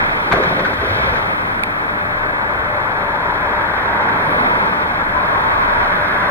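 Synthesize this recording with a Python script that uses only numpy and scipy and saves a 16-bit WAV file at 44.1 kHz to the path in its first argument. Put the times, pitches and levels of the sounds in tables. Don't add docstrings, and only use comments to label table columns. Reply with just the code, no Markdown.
import sys
import numpy as np
from scipy import signal
from scipy.fft import rfft, irfft
from scipy.io import wavfile

SR = 44100
rng = np.random.default_rng(int(sys.argv[2]) if len(sys.argv) > 2 else 0)


def to_wav(s):
    ch = np.atleast_2d(s).T
    pcm = np.round(np.clip(ch, -1, 1) * 32767)
    wavfile.write(sys.argv[1], SR, pcm.astype(np.int16))


N = 278112


def amp(db):
    return 10 ** (np.asarray(db) / 20)


def rms_one(x):
    return x / np.sqrt(np.mean(x ** 2) + 1e-20)


def in_time(rows):
    time_s, *columns = np.transpose(rows)
    return [np.interp(np.arange(N) / SR, time_s, column) for column in columns]


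def over_hz(points):
    hz = np.maximum(np.arange(N // 2 + 1) * SR / N, 1)
    table = np.array(points)
    return np.interp(np.log(hz), np.log(table[:, 0]), table[:, 1])


def noise_pair(spectrum):
    hz = np.arange(N // 2 + 1) * SR / N
    inside = (hz > spectrum[0][0]) & (hz < spectrum[-1][0])
    white = rng.standard_normal((2, N))
    return rms_one(irfft(rfft(white) * amp(over_hz(spectrum)) * inside, N))


def drift(rate_hz):
    r = np.exp(-2 * np.pi * rate_hz / SR)
    white = rng.standard_normal(N + SR)
    return rms_one(signal.lfilter([1], [1, -2 * r, r * r], white)[SR:])


def wandering_band(hz, width_hz):
    phase = 2 * np.pi * np.cumsum(hz) / SR
    strands = [drift(width_hz) * np.cos(phase) + drift(width_hz) * np.sin(phase) for _ in range(2)]
    return rms_one(np.array(strands))


def ring(clicks, hz, t60_s):
    r = amp(-60 / (t60_s * SR))
    w = 2 * np.pi * hz / SR
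    return signal.lfilter([0, np.sin(w)], [1, -2 * r * np.cos(w), r * r], clicks + 1e-18)


def swell(start_s, level_db, hold_s, rise_s, fade_s):
    t = np.arange(N) / SR - start_s
    rise_db = 20 * np.maximum(-t / rise_s, 0)
    fade_db = 20 * np.maximum((t - hold_s) / fade_s, 0)
    return amp(level_db - rise_db - fade_db)


def ports(pair, width_db, share, turn_rad=0):
    total, scattered = pair
    share = np.clip(share, 0, 1)
    quarter = irfft(1j * rfft(total), N) if np.any(turn_rad) else 0
    direct = np.cos(turn_rad) * total + np.sin(turn_rad) * quarter
    difference = share * direct + np.sqrt(1 - share ** 2) * scattered
    return np.array([total, amp(width_db) * difference])


# (time [s], exhaust [dB], low roar [dB], high roar [dB], clatter [dB])
ENGINE_LEVELS = [(0.0, -31.5, -23.5, -27.5, -42.5), (0.24, -31.5, -24.5, -33, -43.5),
                 (0.49, -27, -23.5, -28, -40.5), (0.79, -32, -27, -29, -44),
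                 (.93, -33.5, -26.5, -27.5, -39), (1.09, -31.5, -24, -27.5, -41),
                 (1.23, -31, -25.5, -30.5, -44.5), (1.63, -33.5, -27.5, -32, -48.5),
                 (2.58, -35, -24, -28.5, -49), (2.91, -35, -23, -28, -48.5),
                 (3.39, -33.5, -22.5, -26, -46.5), (3.76, -33, -22.5, -24, -46),
                 (4.13, -30, -21, -23.5, -45.5), (4.46, -28.5, -21.5, -28.5, -43),
                 (4.81, -30, -24, -28.5, -45.5), (5.09, -32.5, -25, -26.5, -47.5),
                 (5.41, -32, -22.5, -26, -44), (5.8, -32.5, -22.5, -24, -44), (6.31, -30, -22, -21, -44)]
FIRING_HZ, FIRING_GATE = 100.6, 0.065


def engine():
    exhaust_db, low_db, high_db, clatter_db = in_time(ENGINE_LEVELS)
    t = np.arange(N) / SR
    firing = np.sin(2 * np.pi * (FIRING_HZ * t + 0.1 * drift(2.0)))
    gate = (1 + FIRING_GATE * firing) * amp(0.63 * drift(43))
    return (roar(low_db, high_db, clatter_db, gate) + clatter(clatter_db, gate) + hiss(clatter_db)
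            + bass(exhaust_db) + engine_tones(firing))


# (time [s], low roar width [dB], high roar width [dB], share following the sum [0-1], phase turn [rad])
IMAGE_DRIFT = [(0, 2, 7, 0.02, 0.54), (.8, 1.5, 1.5, .25, -0.44), (1.4, 3.5, 5, 0.22, -0.22),
               (2.1, -0.5, 4, 0.5, -0.67), (3, -5, 1.5, 0.65, -0.96), (3.8, -4, -2, .25, -0.46),
               (4.2, -0.5, 0, 0, 0.7), (4.5, 2.5, 6, 0.4, 0.9), (5, 1, 1, 0.37, .22),
               (5.7, 4, 0.5, 0.2, 0.45), (6.31, -1.5, -5, 0.09, 0.22)]
# (frequency [Hz], relative density [dB per Hz])
LOW_ROAR_SPECTRUM = [(280, -17.5), (400, -6.5), (500, -6), (600, -3.5), (700, -4.5), (900, -1.5),
                     (1200, -2.5), (1500, -10.5), (2000, -70)]
HIGH_ROAR_SPECTRUM = [(900, -10.5), (1200, -9), (1450, 0.5), (1680, 0), (1850, -7), (2100, -10),
                      (2600, -59)]
UPPER_ROAR_SPECTRUM = [(1600, -12), (1900, 0.5), (2260, 1), (2580, -5.5), (2800, -14), (3300, -23)]
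UPPER_DB = 1


def roar(low_db, high_db, clatter_db, gate):
    low_width_db, high_width_db, share, turn_rad = in_time(IMAGE_DRIFT)
    low = amp(low_db) * noise_pair(LOW_ROAR_SPECTRUM) * gate + moan() + strand()
    upper_db = UPPER_DB + (high_db + clatter_db) / 2
    high = amp(high_db) * noise_pair(HIGH_ROAR_SPECTRUM)
    upper = amp(upper_db) * noise_pair(UPPER_ROAR_SPECTRUM)
    return ports(low, low_width_db, share, turn_rad) + ports((high + upper) * gate, high_width_db, share, turn_rad)


# (time [s], pitch [Hz], level of the wide band [dB])
MOAN_CURVE = [(0, 878, -47), (1.2, 873.5, -36.5), (2.3, 920, -48), (2.43, 910, -30), (2.6, 910, -52),
              (2.76, 920, -29), (2.9, 900, -32), (3.05, 895, -29), (3.17, 935, -29), (3.3, 955, -27),
              (3.4, 930, -36), (3.48, 920, -30.5), (3.6, 951, -24.5), (3.75, 880, -34), (3.95, 930, -25),
              (4.08, 899, -26.5), (4.2, 968, -29.5), (4.35, 958, -32.5), (4.48, 928, -31), (4.6, 960, -29),
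              (4.75, 880, -30.5), (5.0, 902, -32.5), (5.2, 958, -31), (5.35, 922, -26), (5.52, 910, -26.5),
              (5.62, 996, -33), (5.75, 945.5, -26), (5.95, 1005, -34), (6.1, 968, -53), (6.22, 1014, -28.5),
              (6.31, 1026, -22.5)]
MOAN_WIDTH_HZ = 69
MOAN_CORE_HZ, MOAN_CORE_DB = 25, -5


def moan():
    moan_hz, moan_db = in_time(MOAN_CURVE)
    wide = wandering_band(moan_hz, MOAN_WIDTH_HZ)
    core = amp(MOAN_CORE_DB) * wandering_band(moan_hz, MOAN_CORE_HZ)
    return amp(moan_db) * (wide + core)


# (time [s], pitch [Hz], level [dB])
STRAND_CURVE = [(0, 1076, -60), (3.3, 1017, -34), (3.46, 1020, -29), (3.62, 988, -36), (3.7, 1070, -49),
                (3.9, 1084, -34), (4.1, 1108, -49), (5.05, 1007, -42), (5.17, 1015, -24.5),
                (5.28, 1090, -33), (5.39, 1122, -33), (5.46, 1060, -28), (5.55, 1120, -31),
                (5.62, 1080, -27), (5.68, 1113, -52), (5.77, 1110, -39), (6.31, 1100, -48)]
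STRAND_WIDTH_HZ = 19


def strand():
    strand_hz, strand_db = in_time(STRAND_CURVE)
    return amp(strand_db) * wandering_band(strand_hz, STRAND_WIDTH_HZ)


# (frequency [Hz], relative density [dB per Hz])
CLATTER_SPECTRUM = [(2300, -21), (2700, -1), (3200, 11.5), (4000, 5.5), (4700, -4), (5300, -5), (5800, -11),
                    (6300, -14.5), (7000, -50), (8500, -45)]
CLATTER_WIDTH_DB = 2.5


def clatter(clatter_db, gate):
    return ports(amp(clatter_db) * noise_pair(CLATTER_SPECTRUM) * gate, CLATTER_WIDTH_DB, 0.75)


# (frequency [Hz], relative density [dB per Hz])
HISS_SPECTRUM = [(5000, -9), (6200, 2.5), (7500, 10), (9000, 7), (10800, 9), (12500, 8), (15200, 10.5),
                 (16500, 3)]
HISS_DB, HISS_FOLLOWS = -58, 0.41


def hiss(clatter_db):
    level_db = HISS_DB + HISS_FOLLOWS * (clatter_db - clatter_db.mean())
    return ports(amp(level_db) * noise_pair(HISS_SPECTRUM), -1.5, 0.12)


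# (frequency [Hz], relative density [dB per Hz])
EXHAUST_SPECTRUM = [(76, -20), (130, -3.5), (150, 1), (204, 2), (322, -4.5), (400, -6.5), (520, -12.5),
                    (880, -120)]
RUMBLE_SPECTRUM = [(14, -32), (22, -17), (34, -7), (44, -9), (56, 3.5), (66, -3), (76, 0), (90, -2.5),
                   (124, -3.5), (135, -10), (170, -15), (290, -100)]
# (time [s], level [dB])
RUMBLE_CURVE = [(0.0, -37.5), (1.05, -31.5), (1.58, -40), (2.62, -34), (3.13, -39), (3.44, -34.5),
                (4.0, -36.5), (5.6, -33.5), (6.31, -37.5)]
RUMBLE_WAVER_DB = 1


def bass(exhaust_db):
    rumble_db = in_time(RUMBLE_CURVE)[0] + RUMBLE_WAVER_DB * drift(3.4)
    rumble = amp(rumble_db) * noise_pair(RUMBLE_SPECTRUM)
    return ports(rumble + amp(exhaust_db) * noise_pair(EXHAUST_SPECTRUM), -0.93, 0.44)


FIRING_DB = -39.5
THROB_HZ, THROB_DB = 27.2, -41.5


def engine_tones(firing):
    t = np.arange(N) / SR
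    firing_tone = amp(FIRING_DB + 1.1 * drift(5.0)) * firing
    throb = np.sin(2 * np.pi * (THROB_HZ * t + 0.09 * drift(1.4)))
    throb = amp(THROB_DB + 3.7 * drift(1.8)) * throb
    return np.sqrt(2) * (firing_tone + throb) * [[1], [.45]]


# (time [s], second multiple of piston rate [Hz], its level [dB])
PUMP_CURVE = [(0, 597, -38), (1.9, 598, -44.5), (1.97, 598, -36), (2.26, 598, -34), (2.41, 598, -43),
              (2.5, 600, -31.5), (2.6, 599, -40), (2.76, 598, -26.5), (2.85, 598, -37), (2.92, 596, -63),
              (3.03, 586, -31.5), (3.25, 586, -35), (3.42, 594, -40), (3.55, 600, -30.5), (3.8, 594, -48),
              (3.98, 587, -31), (4.2, 592, -43), (4.36, 602, -27), (4.55, 598, -41), (4.72, 596, -42),
              (4.79, 596, -32.5), (4.9, 597, -41), (5, 597, -35), (5.06, 597, -51), (5.14, 598, -28.5),
              (5.3, 594, -36), (5.45, 590, -34), (5.62, 598, -37), (5.76, 596, -35), (5.88, 592, -29.5),
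              (5.94, 594, -43), (6.02, 596, -26), (6.18, 594, -45), (6.31, 590, -21)]
PISTON_DB, PUMP_WAVER_DB = -42.5, 1.8


def pump():
    second_hz, second_db = in_time(PUMP_CURVE)
    phase = 2 * np.pi * (np.cumsum(second_hz / 2) / SR + 0.05 * drift(7.5))
    second = amp(second_db + PUMP_WAVER_DB * drift(17)) * np.sin(2 * phase)
    first = amp(PISTON_DB + PUMP_WAVER_DB * drift(2.4)) * np.sin(phase)
    return np.sqrt(2) * (first + second) * [[1], [.6]]


# (time [s], peak before pan [dB], pitch struck hardest [Hz], pan, left over right [dB])
TIMBER_BLOWS = [(.285, -15, 1300, -4), (0.3153, -1, 1560, -2), (0.322, -24, 1300, -4),
                (0.3265, -2, 1600, 0), (.3312, -1.5, 750, -3), (.340, -3.5, 620, -1), (.349, -20, 500, -3),
                (0.359, -6.5, 1110, -6), (0.3665, -6, 1000, -1), (0.385, -10, 750, -4),
                (.398, -12, 520, -4), (0.421, -19, 520, -1), (.428, -12, 1050, 0), (0.455, -12, 480, 0),
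                (.505, -13, 500, -2), (.524, -6, 600, -2), (0.581, -13, 500, -2), (0.5965, -12, 1900, 2),
                (.605, -14, 800, -1), (.619, -15, 500, -2), (.635, -8.5, 446, -1), (0.6565, -9, 1580, -1),
                (.665, -16, 1900, 0), (0.679, -20, 1100, 0), (0.731, -10, 1080, 1), (.787, -15, 1450, 1),
                (.831, -8.5, 410, -4), (.910, -12, 560, -2), (.973, -19, 1450, -1), (.997, -17, 520, -4),
                (1.048, -14, 1300, -5), (1.137, -9.5, 1500, 4), (1.147, -21, 1840, 6),
                (1.157, -8.5, 1550, 5), (1.167, -19, 1550, 12), (4.16, -9, 700, -2), (4.35, -21, 594, -3),
                (4.43, -9, 650, 0), (4.56, -13, 959, 0), (4.68, -10, 1080, 3), (5.3585, -7, 1030, 0)]
# (frequency [Hz], level [dB], t60 [s])
TIMBER_MODES = [(252, -10, 0.028), (420, -2.5, 0.084), (540, 1, 0.05), (700, 3.5, 0.024), (1080, 5.5, 0.03),
                (1547, 6.5, 0.038), (1860, 3, 0.011), (2320, 5, 0.022), (3350, -8, 0.0075),
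                (4060, -20, .007), (5540, -14, 0.0044)]
HARD_HZ, SOFTER_DB_PER_OCTAVE = 5000, 10.5
PITCH_SPREAD, UNEVEN_DB = 0.013, 1.5
FOCUS_DB_PER_OCTAVE = -17
SPLINTERING_S, SPLINTERING_DB = .0025, -21


def blows():
    out, length = np.zeros((2, N)), SR // 5
    t = np.arange(length) / SR
    for time_s, peak_db, struck_hz, pan_db in TIMBER_BLOWS:
        pitch = 1 + PITCH_SPREAD * rng.standard_normal()
        burst = amp(SPLINTERING_DB) * rng.standard_normal((2, length)) * np.exp(-t / SPLINTERING_S)
        burst[0, 0] += 1
        burst[1] = 0.65 * burst[0] + 0.15 * burst[1]
        body = np.zeros((2, length))
        for hz, db, t60_s in TIMBER_MODES:
            focus_db = FOCUS_DB_PER_OCTAVE * abs(np.log2(hz / struck_hz))
            mode_db = db + focus_db + UNEVEN_DB * rng.standard_normal()
            body += amp(mode_db) * ring(burst, hz * pitch, t60_s)
        soften_hz = HARD_HZ * 2 ** (peak_db / SOFTER_DB_PER_OCTAVE)
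        body = signal.sosfilt(signal.butter(4, soften_hz, fs=SR, output="sos"), body)
        hit = body / np.abs(body).max()
        at = round(time_s * SR)
        out[:, at:at + length] += amp(peak_db) * hit * amp([[pan_db / 2], [-pan_db / 2]])
    return out


# (time [s], tearing level before the rings [dB])
CRACK_TIMES = [(.3155, -48), (.3268, -37), (.3295, -35), (.345, -46), (.367, -48)]
# (frequency [Hz], level [dB], t60 [s], sides [1 = alike, -1 = opposed])
CRACK_RINGS = [(3350, -2, .005, 1), (4000, -5, .005, 1), (5700, -12, .004, 1), (6800, -19, .004, 1),
               (9000, -21, .005, 1), (9400, -10, .006, -1), (10700, -4, .006, -1), (15000, -30, .003, 1)]
CRACK_S = .002


def cracks():
    t = np.arange(N) / SR
    spurts = sum(amp(db) * (t >= time_s) * np.exp(-np.maximum(t - time_s, 0) / CRACK_S)
                 for time_s, db in CRACK_TIMES)
    tearing = spurts * rng.standard_normal(N)
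    return sum(amp(db) * ring(tearing, hz, t60_s) * np.array([[1], [sides]])
               for hz, db, t60_s, sides in CRACK_RINGS)


# (frequency [Hz], level [dB], t60 [s])
SPLINTER_RINGS = [(2000, 0, .005), (2650, 5, .005), (3650, 1, .005), (4450, -7, .005), (5500, -14, .004),
                  (6500, -22, .004), (7900, -10, .005), (9100, -4, .005), (10200, 1, 0.005),
                  (12500, -22, .003), (15000, -24, .003)]
SPLINTER_S, SPLINTER_DB, SPLINTER_PAN_DB = 1.6364, -2, -8
SWELL_S, DYING_S = .0011, .0004
TONE_HZ, TONE_HOLD_S, NOISE_DB = 2300, .0009, -5


def splinter():
    t = np.arange(N) / SR - SPLINTER_S
    rise = np.exp(np.minimum(t, 0) / SWELL_S)
    noise = rng.standard_normal(N) * rise * np.exp(-np.maximum(t, 0) / DYING_S)
    tone = rise * np.exp(-np.maximum(t - TONE_HOLD_S, 0) / DYING_S) * np.sin(2 * np.pi * TONE_HZ * t)
    rung = sum(amp(db) * ring(noise, hz, t60_s) for hz, db, t60_s in SPLINTER_RINGS)
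    snap = amp(NOISE_DB) * rung / np.abs(rung).max() + tone
    return amp(SPLINTER_DB) * snap * np.array([[-amp(SPLINTER_PAN_DB)], [1]])


# (frequency [Hz], relative density [dB per Hz])
CRUNCH_SPECTRUM = [(700, -5), (1200, 6.5), (2000, 1.5), (2700, -15), (3600, -14.5), (5000, -26),
                   (6500, -30), (9000, -50), (13000, -51)]
# (start [s], level [dB], hold [s], rise per 20 dB [s], fade per 20 dB [s])
CRUNCH_SWELLS = [(.322, -18, 0.014, 0.014, 0.054), (.355, -30, .015, 0.011, .06),
                 (.42, -27, .015, .01, .05), (.583, -28, .022, .01, .03), (.652, -27, 0.016, 0.0092, 0.03),
                 (.731, -28, .01, .003, .03), (1.137, -27, 0.026, .005, 0.053)]


def crunch():
    flow = sum(swell(*row) for row in CRUNCH_SWELLS) * amp(4.3 * drift(150))
    return ports(flow * noise_pair(CRUNCH_SPECTRUM), -5, 0.43)


# (start [s], level [dB], hold [s])
BOARD_SLIDES = [(0.327, -22, 0.074), (.6, -31.5, .06), (0.836, -29.5, 0.025), (0.962, -32.5, 0.2),
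                (4.301, -29.5, 0.17)]
SLIDE_RISE_S, SLIDE_FADE_S = 0.062, 0.36
TRICKLE_DB = -47.5
KNOCKS_PER_S, HOLLOW_HZ, HOLLOW_DB = 900, 543, -20


def tumble():
    size_db = 3.0 * np.minimum(rng.exponential(1, (2, N)), 3.3)
    sizes = amp(size_db) * rng.choice([-1, 1], (2, N))
    knocks = sizes * (rng.random((2, N)) < KNOCKS_PER_S / SR)
    dealt = rng.integers(0, 10, (2, N))
    rings = np.zeros((2, N))
    for k, hz in enumerate(np.geomspace(330, 2600, 10)):
        hollow_db = HOLLOW_DB * abs(np.log2(hz / HOLLOW_HZ))
        rings += amp(hollow_db) * ring(knocks * (dealt == k), hz, 18.0 / hz)
    dull = signal.sosfilt(signal.butter(4, 3800, fs=SR, output="sos"), rings)
    flow = amp(TRICKLE_DB) + sum(swell(*slide, SLIDE_RISE_S, SLIDE_FADE_S) for slide in BOARD_SLIDES)
    return ports(flow * rms_one(dull), -1.5, 0.33)


# (time [s], level before swell and decay [dB], pitch [Hz], t60 [s])
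GROUND_THUDS = [(0.314, -7, 162, 0.13), (0.601, -15.5, 171, 0.2), (0.676, -19, 150, .1),
                (.84, -18, 79.5, 0.27), (.87, -14, 96, 0.21), (.903, -6.5, 102.6, 0.16),
                (0.928, -11, 114.7, 0.2), (.96, -14, 126.4, 0.22), (1.0, -23, 71, 0.32),
                (1.029, -19, 107, .2), (1.09, -8, 101, 0.14), (4.262, -9.5, 150, 0.13),
                (4.381, -11.5, 238, 0.21), (4.441, -14, 264, 0.16), (4.5, -22, 151, 0.12),
                (4.62, -13, 195, 0.17), (4.701, -18, 230, .12), (5.16, -15, 72.3, 0.17),
                (5.529, -15, 99.8, .13)]


def thuds():
    t = np.arange(N) / SR
    out = np.zeros(N)
    for time_s, level_db, hz, t60_s in GROUND_THUDS:
        at = slice(round(time_s * SR), round(time_s * SR) + SR // 4)
        age = t[at] - time_s
        onset = 1 - np.exp(-age / 0.032)
        out[at] += amp(level_db - 60 * age / t60_s) * onset * np.sin(2 * np.pi * hz * age)
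    return out


# (frequency [Hz], relative density [dB per Hz])
HIGH_BAND_SPECTRUM = [(8200, -24), (9600, -2), (10800, 3), (11600, 0), (13000, -25)]
# (time [s], level [dB])
HIGH_BAND_CURVE = [(0, -63), (1, -61), (2.2, -66.5), (4, -68), (4.3, -58.5), (4.9, -66), (6.31, -61)]


def high_band():
    return ports(amp(in_time(HIGH_BAND_CURVE)[0]) * noise_pair(HIGH_BAND_SPECTRUM), 3.5, .4)


# (frequency [Hz], gain [dB])
WIDTH_LIFT = [(60, -28), (99, -15.5), (160, -20), (270, -12.5), (450, -12), (740, -5), (1220, 2),
              (2010, 5.5), (3330, 5), (5500, 8.5), (9080, 7.5), (15000, 4.5)]
# (frequency [Hz], lead [rad])
PHASE_LEAD = [(60, 0), (300, 1.5), (800, 1.5), (1400, 0.05), (2000, 0), (2700, -19), (3500, -6), (4800, -5),
              (16000, -5.5)]


def widen(total, difference):
    filter_response = amp(over_hz(WIDTH_LIFT)) * np.exp(1j * over_hz(PHASE_LEAD))
    side = irfft(rfft(difference) * filter_response, N)
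    return np.array([total + side, total - side])


def scene():
    through_ports = engine() + pump() + crunch() + tumble() + high_band()
    return widen(*through_ports) + blows() + cracks() + splinter() + thuds()


# (frequency [Hz], width [Hz])
HOUSING_NOTCHES = [(2850, 160), (5000, 210)]
LINE_HZ, LINE_DB = 15734, -77
CUTOFF_HZ = 15850


def record(dry):
    for hz, width_hz in HOUSING_NOTCHES:
        dry = signal.lfilter(*signal.iirnotch(hz, hz / width_hz, fs=SR), dry)
    whistle = amp(LINE_DB) * np.sqrt(2) * np.sin(2 * np.pi * LINE_HZ * np.arange(N) / SR)
    rounded = 1.5 * np.tanh((dry + whistle * [[1.5], [.5]]) / 1.5)
    return signal.sosfilt(signal.ellip(12, .3, 80, CUTOFF_HZ, fs=SR, output="sos"), rounded)


dry = scene()
out = record(dry)
to_wav(out)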